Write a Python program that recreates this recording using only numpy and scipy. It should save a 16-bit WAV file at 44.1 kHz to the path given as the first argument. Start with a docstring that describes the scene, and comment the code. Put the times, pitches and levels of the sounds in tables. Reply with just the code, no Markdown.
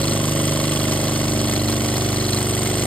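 """A low, coarse roar at about 25 piston cycles a second: an air-driven rock drill, in the open air.
Exhaust puffs time the multiples of the cycle rate in the roar, and the port whistles a breathy note.
Clicks and rattles ring the modes of steel and housing; shaped noise with bursts makes the hiss.
Left and right differ in phase, level and likeness by frequency, which widens the image."""
import sys
import numpy as np
from scipy import signal
from scipy.fft import rfft, irfft, next_fast_len
from scipy.io import wavfile

SR = 44100
rng = np.random.default_rng(int(sys.argv[2]) if len(sys.argv) > 2 else 0)


def boost_factor(decibels):
    """Convert a level in decibels to a linear amplitude factor."""
    exponent = np.asarray(decibels, float) / 20
    return 10 ** exponent


def bounce(signal):
    """Save signal as a 16-bit WAV file at the path given by the first command-line argument."""
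    frames = np.transpose(np.atleast_2d(signal))
    limited = np.clip(frames, -1, 1)
    pcm = np.round(limited * 32767).astype(np.int16)
    wavfile.write(sys.argv[1], SR, pcm)


N = 126126

# Piston clock. Each row: time in seconds, cycles done.
CLOCK = [(-.039, -3), (.0807, 0), (.3998, 8), (.7199, 16), (1.0404, 24), (1.3612, 32), (1.4416, 34),
         (1.5637, 37), (1.846, 44), (2.0884, 50), (2.4139, 58), (2.7407, 66), (2.9037, 70)]
# Ringing parts, named by the contact table. Each row: mode in Hz, width in Hz.
ROD = [(8200, 170), (8390, 140), (8640, 190)]
# Modes of the shank, same columns: mode in Hz, width in Hz.
SHANK = [(4110, 110), (4250, 110), (4440, 200)]
# Modes of the housing, same columns: mode in Hz, width in Hz.
HOUSING = [(2700, 200), (3080, 170), (3280, 120), (3500, 220)]
# Modes of the valve, same columns: mode in Hz, width in Hz.
VALVE = [(1930, 110), (2130, 110)]
# Modes of the collar, same columns: mode in Hz, width in Hz.
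COLLAR = [(5950, 150), (7150, 350)]
# Modes of the chuck, same columns: mode in Hz, width in Hz.
CHUCK = [(11300, 700), (12600, 900)]


def rms_one(x):
    """Scales to rms 1."""
    return x / np.sqrt(np.mean(x ** 2) + 1e-20)


def in_time(rows):
    """Columns of a curve at every sample."""
    s, *columns = np.transpose(rows)
    return [np.interp(np.arange(N) / SR, s, column) for column in columns]


def drift(corner_hz):
    """Slow random curve of rms about 1: noise through two equal poles, drawn every 40 samples."""
    r = np.exp(-2 * np.pi * corner_hz * 40 / SR)
    noise = rng.standard_normal(N // 40 + 1002)
    slow = signal.lfilter([1], [1, -2 * r, r * r], noise)[1000:]
    return np.interp(np.arange(N) / 40, np.arange(len(slow)), rms_one(slow))


def resonate(x, hz, width_hz):
    """Two-pole resonance, gain about 1 on top."""
    r = np.exp(-np.pi * width_hz / SR)
    poles = [1, -2 * r * np.cos(2 * np.pi * hz / SR), r * r]
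    return signal.lfilter([(1 - r * r) / 2, 0, (r * r - 1) / 2], poles, x)


def bursts(place, decay_ms):
    """One rising and dying envelope a cycle, of uneven strength and timing; also its first touch."""
    jitter_ms, spread_db, rise_ms = .25, 1.6, .3
    s, turns = np.transpose(CLOCK)
    cycle = np.arange(turns[0], turns[-1])
    luck = rng.standard_normal((len(cycle), 2))
    at = (np.interp(cycle + place, turns, s) + jitter_ms / 1000 * luck[:, 0]) * SR
    inside = (at >= 0) & (at < N - 1)
    first = np.full(N, 1e-18)
    first[at[inside].astype(int)] = boost_factor(spread_db * luck[inside, 1])
    fall = np.exp(-1000 / (decay_ms * SR))
    rise = np.exp(-1000 / (rise_ms * SR))
    dying = signal.lfilter([1], [1, -fall], first)
    return signal.lfilter([1 - rise], [1, -rise], dying), first


def air():
    """Broad air noise that swells when the valves open."""
    # Hiss bursts. 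Each row: place in cycle 0-1, drive over the steady hiss in dB, decay in ms.
    jets = [(.02, 2, 5.0), (.33, 1, 3.0), (.75, -10.5, 2.0), (.945, 5.5, 1.2)]
    # Air colour. Each row: Hz, relative density in dB.
    air_colour = [(40, -16), (100, -5), (200, -6), (330, -4), (470, -7), (650, -5), (800, -6), (950, -9),
                  (1350, -9), (1700, -14), (2100, -11), (2480, -11.5), (3200, -10), (3800, -14.5),
                  (4300, -12), (5300, -13), (5950, -8), (6400, -12), (7400, -13), (7750, -16), (9500, -14),
                  (11300, -16), (12200, -20), (14000, -21), (15000, -22), (15800, -22.5)]
    level_db, flicker_db, flicker_hz = -26.5, .7, 13.7
    swell = 1 + sum(boost_factor(db) * bursts(place, decay_ms)[0] for place, db, decay_ms in jets)
    noise = rng.standard_normal((2, N)) * swell * boost_factor(flicker_db * drift(flicker_hz))
    colour_hz, colour_db = np.transpose(air_colour)
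    hz = np.fft.rfftfreq(N, 1 / SR)
    gain = boost_factor(np.interp(np.log(hz + 1), np.log(colour_hz + 1), colour_db))
    return boost_factor(level_db) * rms_one(irfft(rfft(noise) * gain, N))


def port(turns, feed):
    """Air leaving the port whistles a breathy note for part of each cycle, later under heavier feed."""
    # Centre of the note in the cycle 0-1: at light feed, at heavy feed.
    port_at = (.17, .42)
    note_hz, width_hz, half_length_cycles = 1098, 130, .1
    light_db, heavy_db = -37.5, -45
    wander_rad, wander_hz, breath_share = 1.5, 25.0, .35
    centre = port_at[0] + feed * (port_at[1] - port_at[0])
    off_centre = (turns - centre + .5) % 1 - .5
    gate = np.exp(-.5 * (off_centre / half_length_cycles) ** 2)
    wander = wander_rad * np.array([drift(wander_hz), drift(wander_hz)])
    whistle = np.cos(2 * np.pi * note_hz * np.arange(N) / SR + wander)
    breath = resonate(rng.standard_normal((2, N)), note_hz, width_hz)
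    breath = rms_one(resonate(breath, note_hz, width_hz))
    note = rms_one(gate * (whistle + breath_share * breath))
    return boost_factor(light_db + feed * (heavy_db - light_db)) * note


def knocks():
    """Each contact is a click and a dying rattle that ring one part's modes; two draws of the rattle."""
    # Each row: part struck, place in cycle 0-1, relative drive in dB, rattle decay in ms.
    contacts = [(ROD, .335, 6.5, .6), (ROD, .425, 4.5, .8), (ROD, .495, 1, 1.2), (ROD, .785, 4, .7),
                (ROD, .03, -4, 1.5), (COLLAR, .335, -4, .8), (COLLAR, .02, -13, 1.2), (SHANK, .74, -1, 1.5),
                (SHANK, .945, 0, .5), (SHANK, .01, -7, 1.2), (HOUSING, .025, -4, 1.4),
                (HOUSING, .28, -2, 1.2), (HOUSING, .44, -6.5, 2.5), (HOUSING, .765, -5, .7),
                (HOUSING, .945, -5.5, .7), (VALVE, .955, -11, 1.0), (VALVE, .04, -10, 2.5),
                (VALVE, .3, -7.5, 4.0), (VALVE, .76, -10, 1.5), (CHUCK, .68, -6, 1.2), (CHUCK, .76, 0, 1.0),
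                (CHUCK, .945, -2, .7)]
    # Shank and housing ring harder at times. Each row: seconds, shank in dB, housing in dB.
    swells = [(0, 7, -1.5), (.08, 6, -1.5), (.2, -7, .6), (.45, -2.5, 1.5), (.9, 2, .6), (1.3, 2.1, -1.5),
              (1.55, 6, -1.5), (1.7, 1.5, -.6), (2.1, 3, -.6), (2.3, 10.5, -1.5), (2.45, -2.5, -2.5),
              (2.86, -.6, -2.5)]
    first_db, rattle_per_s = 1.5, 1800
    loose_db, loose_hz = 2.0, 15.0  # all parts but the rod are struck less evenly
    shank_db, housing_db = in_time(swells)
    out = 0
    for part, place, db, decay_ms in contacts:
        envelope, first = bursts(place, decay_ms)
        rattle = envelope * (rng.random((2, N)) < rattle_per_s / SR)
        touches = (boost_factor(first_db) * first + rattle) * rng.choice([-1, 1], (2, N))
        if part != ROD:
            db = db + loose_db * drift(loose_hz)
        if part == SHANK:
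            db = db + shank_db
        if part == HOUSING:
            db = db + housing_db
        for k, (hz, width_hz) in enumerate(part):
            ring = resonate(boost_factor(db) * touches, hz, width_hz)
            out = out + ring * SR / width_hz / 4 * (-1) ** k
    return out


def roar(turns, feed):
    """Multiples of the cycle rate, lined up on the exhaust puffs; narrow puffs lead the high ones."""
    # Each row: place in cycle 0-1 at light feed, at heavy, pressure step at light, at heavy, width in ms.
    puffs = [(.119, .141, -.57, -.91, .94), (.177, .213, .54, -.03, .58), (.297, .298, -.68, -.33, .56),
             (.349, .345, -1.0, -.69, .84), (.425, .428, -.69, -1.0, 1.37), (.64, .625, -1.56, -.61, 2.54),
             (.716, .557, -.15, -.28, 1.47), (.709, .765, -.23, .26, .3), (.804, .783, -1.14, .01, .2),
             (.892, .922, -.53, .16, .53), (.987, .972, .34, .79, .87)]
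    # Each row: multiple of the cycle rate, relative level in dB at light, middle and heavy feed.
    order_levels = [(1, -41, -42, -40), (2, -11.5, -9.5, -10), (3, -38, -23, -16), (4, -2.5, -0.5, -.5),
                    (5, -6.5, -2.5, -0.5), (6, 0, -4, -11), (7, -15, -20, -8.5), (8, -20, -11.5, -13.5),
                    (9, -5, -2, -4.5), (10, -8, -22, -27), (11, -12.5, -11, -19), (12, -6.5, -2.5, -6),
                    (13, -5, -6, -9.5), (14, -9, -16, -8.5), (15, -13.5, -9.5, -5), (16, -14.5, -10.5, -8),
                    (17, -18, -18, -20), (18, -19, -20.5, -11.5), (19, -18, -35, -16.5),
                    (20, -15.5, -14, -18.5), (21, -20, -22, -15.5), (22, -7, -10.5, -19),
                    (23, -18, -18, -12.5), (24, -20, -15, -21), (25, -13.5, -10, -20),
                    (26, -12, -17.5, -19), (27, -25, -23, -16.5), (28, -37, -18, -16), (29, -31, -17, -22),
                    (30, -31, -37, -25), (31, -27, -25, -20), (32, -33, -30, -21.5)]
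    waver_db, waver_rad, waver_hz = .8, .009, 6.0  # dB at the 4th multiple, rad per multiple
    light_at, heavy_at, light, heavy, width_ms = np.transpose(puffs)
    lean = np.linspace(0, 1, 41)[:, None]
    place = light_at + lean * (heavy_at - light_at)
    pressure = light + lean * (heavy - light)
    out = 0
    for k, *db in order_levels:
        blur = np.exp(-2 * (np.pi * k * 25 * width_ms / 1000) ** 2)  # at 25 cycles a second
        shape = pressure * width_ms * blur * np.exp(-2j * np.pi * k * place)
        start = np.interp(feed, lean[:, 0], np.unwrap(np.angle(shape.sum(axis=1))))
        level_db = np.interp(feed, [0, .6, 1], db)
        level = boost_factor(level_db + waver_db * np.sqrt(k / 4) * drift(waver_hz))
        out = out + level * np.cos(2 * np.pi * k * turns + start + waver_rad * k * drift(waver_hz))
    return rms_one(out)


def stereo_image(middle, second_draw):
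    """Sets left-right phase, level and likeness by frequency; a second noise draw widens the image."""
    # Stepped table. Each row: Hz, left minus right phase in radians, left minus right in dB, likeness 0-1.
    pair = [(0, 0, 0, 1), (260, -.28, -1, .995), (600, -.55, -2.8, .98), (900, -.45, -1.5, .92),
            (1120, -.08, -.2, .97), (1400, -.18, -.2, .91), (1650, 0, 0, 1), (1830, 0, 0, 1),
            (2150, 1.06, -2.1, .85), (2550, 2.26, 1.2, .82), (3300, .37, -4, .67), (4000, 1.27, -1.8, .7),
            (5000, 1.02, -1.5, .76), (5350, 2, -1, .75), (5750, np.pi, 0, 1), (6150, np.pi, 0, 1),
            (6400, 3.85, 0, .85), (7450, 5.6, 0, .85), (7650, 2 * np.pi, 0, 1), (8200, 2 * np.pi, 0, 1),
            (8800, 7.35, 0, .9), (9500, 8.5, 0, .8), (9850, 3 * np.pi, 0, 1), (10450, 3 * np.pi, 0, 1),
            (10850, 10.1, 0, .8), (11600, 11.4, 0, .8), (12050, 4 * np.pi, 0, 1), (13000, 4 * np.pi, 0, 1),
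            (13250, 13.7, 0, .65), (14000, 15.1, 0, .7), (14400, 5 * np.pi, 0, 1), (15150, 5 * np.pi, 0, 1),
            (15400, 16.2, 0, .6), (16000, 16.5, 0, .6)]
    size = next_fast_len(N + 4096)
    hz = np.fft.rfftfreq(size, 1 / SR)
    side = np.array([[1], [-1]])
    pair_hz, *columns = np.transpose(pair)
    phase_rad, bias_db, alike = (np.interp(hz, pair_hz, column) for column in columns)
    common = np.sqrt((1 + alike) / 2) * rfft(middle, size)
    differing = side * np.sqrt((1 - alike) / 2) * rfft(second_draw, size)
    turned = (common + differing) * np.exp(.5j * side * phase_rad)
    return irfft(turned * boost_factor(side * bias_db / 2), size)[:, :N]


def scene():
    """The drill in stereo: air, port note, knocks and roar."""
    # Each row: seconds, roar level in dB, feed 0-1 (how far the drill is leaned on), steel gain in dB.
    work = [(0, -20.3, .0, -33), (.4, -20.3, .05, -33), (.8, -20.3, .1, -33.5), (1.1, -20.7, .4, -35.5),
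            (1.4, -20.7, .6, -35), (1.8, -21, .75, -35.5), (2.2, -21.2, .9, -35.5),
            (2.5, -21.5, 1.0, -32.5), (2.86, -21.3, 1.0, -32)]
    turns, = in_time(CLOCK)
    roar_db, feed, steel_db = in_time(work)
    feed = np.clip(feed, 0, 1)
    middle, second_draw = air() + port(turns, feed) + boost_factor(steel_db) * knocks()
    return stereo_image(middle + boost_factor(roar_db) * roar(turns, feed), second_draw)


def band_limit(x):
    """A steep low-pass at the top of the band."""
    return signal.sosfilt(signal.butter(12, 16090, fs=SR, output="sos"), x)


def record(dry):
    """The top is cut and the microphone drops the lowest rumble."""
    top_hz, rumble_hz = 15730, 28
    top_cut = signal.ellip(12, .5, 70, top_hz, fs=SR, output="sos")
    rumble_cut = signal.butter(2, rumble_hz, "high", fs=SR, output="sos")
    mix = signal.sosfilt(rumble_cut, signal.sosfilt(top_cut, dry))
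    return band_limit(mix)


dry = scene()
out = record(dry)
bounce(out)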